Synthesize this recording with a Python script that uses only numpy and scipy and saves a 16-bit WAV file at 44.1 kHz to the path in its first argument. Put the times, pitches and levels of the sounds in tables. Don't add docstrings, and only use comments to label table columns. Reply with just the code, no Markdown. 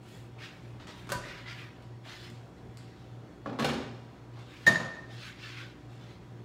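import sys
import numpy as np
from scipy import signal
from scipy.fft import rfft, irfft, next_fast_len
from scipy.io import wavfile
from scipy.ndimage import uniform_filter1d, map_coordinates

SR = 44100
rng = np.random.default_rng(int(sys.argv[2]) if len(sys.argv) > 2 else 0)


def natural_amplitude(level_db):
    exponent = np.asarray(level_db, float) / 20
    return 10 ** exponent


def digitize_waveform(pressure):
    field = np.atleast_2d(pressure).T
    bounded = np.clip(field, -1, 1)
    quanta = np.round(bounded * 32767).astype(np.int16)
    wavfile.write(sys.argv[1], SR, quanta)


N = 284174


def unit(x):
    return x / np.sqrt(np.mean(x ** 2) + 1e-20)


def along(points, hz):
    f, v = np.transpose(points)
    return np.interp(np.log(hz + 1), np.log(f + 1), v)


def wobble(rate):
    coarse = np.arange(0, N + 16, 16)
    knots = rng.standard_normal(int(N * rate / SR) + 4)
    curve = map_coordinates(knots, [coarse * rate / SR])
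    return np.interp(np.arange(N), coarse, curve)


def soft_step(t, at):
    return 1 / (1 + np.exp(np.clip((at - t) / 0.0012, -50, 50)))


def coloured(x, points, tilt_db=0):
    m = next_fast_len(len(x) + 8192)
    hz = np.fft.rfftfreq(m, 1 / SR)
    gain = natural_amplitude(along(points, hz) + tilt_db * np.log2((hz + 20) / 1000))
    return unit(irfft(rfft(x, m) * gain, m)[:len(x)])


def patchy(depth_db, size, wide, long):
    z = signal.stft(rng.standard_normal(N), nperseg=size)[2]
    field = rng.standard_normal(z.shape)
    field = uniform_filter1d(field, wide, 0)
    field = uniform_filter1d(field, long, 1)
    return signal.istft(z * natural_amplitude(depth_db * unit(field)), nperseg=size)[1][:N]


# f/Hz, t60/s
KITCHEN_T60 = [(100, 0.5), (500, 0.64), (2000, 0.52), (6000, 0.46), (14000, 0.17)]
# f/Hz, level/dB
HALL_LEVEL = [(300, -23), (1000, -16), (3000, -14.5)]


def in_room(x, wet_db):
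    hall_longer = 2.77
    hz, t, z = signal.stft(rng.standard_normal(SR * 3 // 5), SR, nperseg=256)
    t60 = along(KITCHEN_T60, hz)[:, None]
    kitchen = natural_amplitude(-60 * t / t60)
    hall = natural_amplitude(along(HALL_LEVEL, hz)[:, None] - 60 * t / (hall_longer * t60))
    tail = signal.istft(z * (kitchen + hall), SR, nperseg=256)[1]
    delayed = np.pad(x, (220, 0))
    wet = signal.fftconvolve(delayed, tail / np.linalg.norm(tail))
    return np.pad(x, (0, len(wet) - len(x))) + natural_amplitude(wet_db) * wet


def add(track, s, x):
    part = track[round(s * SR):][:len(x)]
    part += x[:len(part)]


def ring(modes, t, scatter_db):
    total = 0
    for hz, db, t60 in modes:
        envelope = natural_amplitude(db + scatter_db * rng.normal() - 60 * t / t60)
        total = total + envelope * np.sin(2 * np.pi * hz * t)
    return total


def knocks(contacts, body, modes, wet_db, attack):
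    track = np.zeros(N)
    t = np.arange(SR // 3) / SR
    for s, db, tilt_db, t60, ring_db in contacts:
        burst = coloured(rng.standard_normal(len(t)), body, tilt_db) * natural_amplitude(-60 * t / t60)
        blow = burst + natural_amplitude(ring_db) * ring(modes, t, 2.3)
        blow = blow * (1 - np.exp(-t / attack))
        add(track, s, in_room(natural_amplitude(db - 4.5) * blow, wet_db))
    return track


# f/Hz, level/dB per Hz
AIR_SPECTRUM = [(20, -61), (40, -16), (80, -4), (150, -3), (350, -6), (470, -10.5), (880, -17),
                (1300, -19.5), (2200, -27), (3500, -36), (7000, -38.5), (11000, -51.5), (15700, -53)]
# f/Hz, f/Hz, level/dB rms each, t/s of a cancellation
BEATING_PAIRS = [
    (117.55, 120.03, -53.2, 3.35),
    (56.76, 59.3, -68, 3.21),
]
# f/Hz, level/dB rms
MOTOR_TONES = [(75.7, -77), (113.5, -63.5), (116, -88), (136.45, -63), (177.5, -65), (296.55, -64.5),
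               (355.8, -64), (592.2, -76.5), (764.4, -69.5), (882.9, -79), (969, -72.5), (3348, -81.5),
               (4298, -83), (5464, -87.5)]


def fridge():
    t = np.arange(N) / SR
    tones = np.zeros(N)
    for a, b, db, null in BEATING_PAIRS:
        first = np.sin(2 * np.pi * a * (t - null))
        second = np.sin(2 * np.pi * b * (t - null))
        tones += natural_amplitude(db) * (first - second)
    for hz, db in MOTOR_TONES:
        level = natural_amplitude(db + 1.4 * wobble(3))
        tones += level * np.sin(2 * np.pi * hz * t + 0.4 * wobble(3))
    fan = coloured(patchy(1.2, size=512, wide=6, long=8), AIR_SPECTRUM)
    return np.sqrt(2) * tones + natural_amplitude(-53 + 0.88 * wobble(3.33)) * fan


# f/Hz, level/dB
SOLE_LOW_COLOUR = [(500, -48), (1000, -9.5), (1600, 0), (2100, 0), (2700, -2.5), (3500, -9.5), (5000, -16),
                   (8000, -33), (15700, -38)]
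SOLE_HIGH_COLOUR = [(500, -29), (1200, -4), (2300, -4.5), (3500, 2.5), (5000, -4), (7000, -15),
                    (15700, -48.5)]
FIZZ_COLOUR = [(4000, -24), (7000, 2.5), (11000, -7.5), (15700, -10)]
DRAG_T60 = (.55, 0.51, 0.38)
# t/s, length/s, peak level/dB, pitch from low 0 to high 1, fizz level/dB
SOLE_DRAGS = [(0.0, 0.3, -59.5, 0.5, -7.5), (0.376, 0.14, -45, 0.32, -23), (.5, 0.32, -64.5, 0.5, -12),
              (0.792, 0.058, -54, 0.66, -25), (0.862, 0.075, -50.5, .7, -18), (0.917, .2, -55.5, 0.34, -14),
              (1.197, 0.28, -46, 0.27, -27.5), (1.447, 0.11, -44, 0.33, -32),
              (1.494, .21, -48.5, 0.17, -23), (1.81, 0.056, -67, 0.6, -15), (2.03, 0.18, -48.5, 0.5, -18.5),
              (2.108, .25, -52, 0.57, -15), (2.765, 0.098, -62, 0.5, -20), (2.8, 0.43, -66, 0.62, -19),
              (4.319, 0.14, -58.5, 0.53, -19), (4.439, 0.49, -52.5, 0.36, -18),
              (5.078, 0.23, -51, 0.62, -18), (5.187, .18, -48.5, 0.37, -19), (5.353, 0.26, -45.5, 0.4, -26),
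              (5.522, .17, -46.5, 0.31, -26), (5.872, 0.15, -61.5, .45, -14.5),
              (5.954, 0.25, -59.5, 0.52, -18.5), (6.24, 0.11, -74, .4, -18)]


def slippers():
    rest_db, rest_fizz_db = -73.5, -14
    skew, roundness = 0.75, 1.34
    late = 0.59
    t = np.arange(N) / SR
    power = np.ones((3, N)) * natural_amplitude([[rest_db], [rest_db], [rest_db + rest_fizz_db]]) ** 2
    for s, length, db, pitch, fizz_db in SOLE_DRAGS:
        progress = np.clip((t - s) / length, 0, 1)
        speed = np.sin(np.pi * progress ** skew).clip(0) ** roundness
        turn = pitch * np.pi / 2
        mix = np.array([[np.cos(turn)], [np.sin(turn)], [natural_amplitude(fizz_db)]])
        power += (natural_amplitude(db) * speed * mix) ** 2
    track = np.zeros(N)
    colours = (SOLE_LOW_COLOUR, SOLE_HIGH_COLOUR, FIZZ_COLOUR)
    for now, t60, colour in zip(power, DRAG_T60, colours):
        keep = natural_amplitude(-60 / (t60 * SR)) ** 2
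        lingering = signal.lfilter([1 - keep], [1, -keep], now)
        heard = (1 - late) * now + late * lingering
        grit = patchy(3.5, size=1024, wide=3, long=5) * natural_amplitude(1.2 * wobble(300))
        track += np.sqrt(np.abs(heard)) * coloured(grit, colour)
    return natural_amplitude(wobble(25)) * track


# t/s, peak level/dB
STEPS = [(.363, -44.5), (.8, -45.5), (.88, -40), (2.057, -42.5), (4.37, -41.5), (5.905, -48.5)]
# f/Hz, level/dB
FLOOR_COLOUR = [(100, -22), (250, -2.5), (500, -1.5), (1000, -3), (2000, -21.5), (15700, -59)]


def footfalls():
    contacts = [(s, db, 0.2, 0.1, -60) for s, db in STEPS]
    return knocks(contacts, FLOOR_COLOUR, [], wet_db=-0.5, attack=0.0044)


# t/s, peak level/dB, tilt/dB per octave, burst t60/s
DULL_CONTACTS = [(.393, -61, -6.8, .05), (.798, -41, -10.5, 0.055), (.87, -42.5, -4.1, 0.067),
                 (1.469, -46, -9.5, 0.051), (1.823, -51, 0, 0.018), (2.051, -48, -9, .06),
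                 (2.3, -51, 5, 0.033), (2.772, -35, 1, 0.01), (4.39, -51.5, -4, 0.081),
                 (6.11, -57, -5, .03)]
# f/Hz, level/dB
DULL_COLOUR = [(500, -35), (1200, 7), (3000, 8.5), (8000, 2), (15700, -19)]


def ticks():
    contacts = [(*row, -60) for row in DULL_CONTACTS]
    return knocks(contacts, DULL_COLOUR, [], wet_db=0.5, attack=0.0004)


# t/s, level/dB, f/Hz, length/s
AIR_PUSHES = [
    (1.14, -55, 40, .06),
    (3.66, -46, 82, .055),
]


def air_pushes():
    track = np.zeros(N)
    for s, db, hz, length in AIR_PUSHES:
        u = np.clip(np.arange(N) / SR - s, 0, None)
        swell = u / length * np.exp(-u / length)
        track += natural_amplitude(db + 9) * swell * np.sin(2 * np.pi * hz * u)
    return track


# t/s, peak level/dB, tilt/dB per octave, burst t60/s, ring level/dB
DOOR_CONTACTS = [(1.07, -42, -1, 0.081, -23), (1.091, -33, 1, 0.036, -31), (1.1, -30, -0.5, 0.1, -28),
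                 (1.119, -23, 4, 0.038, -8), (1.128, -26.5, -1.2, 0.063, -14), (1.15, -31, -7, 0.095, -25),
                 (1.25, -37, -3, 0.15, -19)]
# f/Hz, level/dB per Hz
DOOR_COLOUR = [(40, -16), (110, 0), (350, 1.5), (600, -7.5), (1200, -2), (2300, -11), (4500, -15),
               (8000, -20.5), (15700, -34)]
# f/Hz, level/dB, t60/s
DOOR_RING = [(564, 6, 0.058), (982, -0.5, 0.27), (1511, 6.5, 0.065), (2260, -14, .08), (4510, -10, 0.042)]


def door():
    return knocks(DOOR_CONTACTS, DOOR_COLOUR, DOOR_RING, wet_db=-3.5, attack=0.00046)


# t/s, level/dB
RIM_RAPS = [(3.459, -29), (3.589, -29), (3.6, -22.5), (3.646, -36)]
# f/Hz, level/dB, t60/s
RIM_RING = [(1135, 0, 0.043), (1287, -7, 0.038), (1694, -8.5, 0.034)]


def rim():
    track = np.zeros(N)
    t = np.arange(SR // 8) / SR
    for s, db in RIM_RAPS:
        rap = (1 - np.exp(-t / 0.00086)) * ring(RIM_RING, t, 1.6)
        add(track, s, in_room(natural_amplitude(db) * rap, wet_db=-5.5))
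    return track


def settling():
    first_s, gap_s = 3.684, 0.044
    level_db, loss_db = -22.5, 3.0
    tilt_db, dulls_db = 3.0, 1
    return [(first_s + k * gap_s, level_db - k * loss_db, tilt_db - k * dulls_db, 0.1, -13.5)
            for k in range(4)]


# t/s, peak level/dB, tilt/dB per octave, burst t60/s, ring level/dB
POT_CONTACTS = [(3.459, -27.5, -1.5, 0.053, -13), (3.469, -29, -1.5, 0.056, -5.5),
                (3.493, -28.5, -2, 0.06, -9), (3.528, -34.5, -1, 0.074, -8),
                (3.587, -25.5, 1.5, 0.052, -14), (3.594, -21, 2.5, 0.075, -2.5),
                (3.622, -24, 1.6, 0.071, -3), (3.644, -16.5, 3, 0.069, -8.5)]
# f/Hz, level/dB per Hz
POT_COLOUR = [(50, -38), (100, -14), (250, -4.5), (500, -5), (1100, -13), (1800, -18.5), (4300, -26),
              (8000, -41.5), (15700, -57)]
# f/Hz, level/dB, t60/s
POT_RING = [(144, -7, .25), (232, 0, .3), (268, 0, .3), (377, -8, .2), (490, -6, .2), (590, -9, .15),
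            (795, -8, .15), (931, -11, .15)]


def pot():
    blows = knocks(POT_CONTACTS, POT_COLOUR, POT_RING, wet_db=-1.5, attack=0.0019)
    return blows + knocks(settling(), POT_COLOUR, POT_RING, wet_db=-3.0, attack=0.008)


# t/s, peak level/dB, tilt/dB per octave, burst t60/s, ring level/dB
LID_CONTACTS = [(4.664, -22, 3, 0.099, -44), (4.668, -22.5, 3.5, 0.066, -13), (4.674, -18, 0, 0.098, -7.5),
                (4.7, -26.5, -5, 0.088, -5), (4.756, -34, 2, 0.043, -24), (4.798, -24.5, -2.2, 0.078, -24),
                (4.845, -37.5, -1, 0.077, -8)]
# f/Hz, level/dB per Hz
LID_COLOUR = [(60, -32.5), (150, -0.5), (400, -1), (1000, 0), (2500, -12.5), (4000, -12.5), (7000, -23.5),
              (15700, -38.5)]
# f/Hz, level/dB, t60/s
SHELF_RING = [(148, 0, .15), (168, -2, .15), (235, -4, .2), (356, -2, .2), (931, -7, .15), (1244, -8, .1)]


def lid_landing():
    return knocks(LID_CONTACTS, LID_COLOUR, SHELF_RING, wet_db=-1.5, attack=0.002)


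# f/Hz, level/dB, t60/s
GLASS_MODES = [(1825, 0, 1.15), (1757, -9, 1.1), (3704, -25, .3), (3768, -19, .12), (3893, -21, .3),
               (5448, -32, .2), (6770, -22, .5)]
# t/s, level/dB, free ring/s, damping level/dB, time to the stop/s
GLASS_CLINKS = [
    (4.667, -12.5, .027, -12, .073),
    (4.746, -28, .008, -5, .011),
    (4.757, -19, .008, -8, .028),
    (4.946, -41, .012, -6, .02),
]
# t/s, level/dB, level changes a second, unevenness/dB, t60/s of the added loss
GLASS_LAST_RING = (4.775, -32, 140, 3.5, 0.5)


def glass():
    track = np.zeros(N)
    t = np.arange(SR // 2) / SR
    for s, db, free, damped_db, stop in GLASS_CLINKS:
        level = natural_amplitude(db + damped_db * soft_step(t, free))
        swing = (1 - np.exp(-t / 0.001)) * level * (1 - soft_step(t, stop))
        add(track, s, in_room(swing * ring(GLASS_MODES, t, 0.4), wet_db=-14))
    s, db, rate, uneven_db, t60 = GLASS_LAST_RING
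    uneven_level = natural_amplitude(db + uneven_db * wobble(rate)[:len(t)] - 60 * t / t60) * soft_step(t, 0.0074)
    add(track, s, in_room(uneven_level * ring(GLASS_MODES, t, 0.99), wet_db=-3.5))
    return track


def scene():
    background = fridge() + slippers() + footfalls() + ticks()
    opening = air_pushes() + door()
    setting_down = rim() + pot() + lid_landing() + glass()
    return (background + opening + setting_down)[None]


def top_cut(x):
    return signal.sosfilt(signal.butter(12, 16160, fs=SR, output="sos"), x)


# f/Hz, level/dB
HISS_COLOUR = [(3000, -20), (8000, -.5), (12000, -.5), (15700, -3)]
# lower f/Hz, upper f/Hz
MIC_BAND = (36, 15800)


def record(dry):
    low_hz, top_hz = MIC_BAND
    hiss = natural_amplitude(-86) * coloured(rng.standard_normal(N), HISS_COLOUR)
    bass_cut = signal.butter(3, low_hz, "highpass", fs=SR, output="sos")
    spectrum = rfft(signal.sosfilt(bass_cut, dry + hiss))
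    mix = irfft(spectrum * (np.fft.rfftfreq(N, 1 / SR) < top_hz), N)
    return top_cut(mix)


dry = scene()
out = record(dry)
digitize_waveform(out)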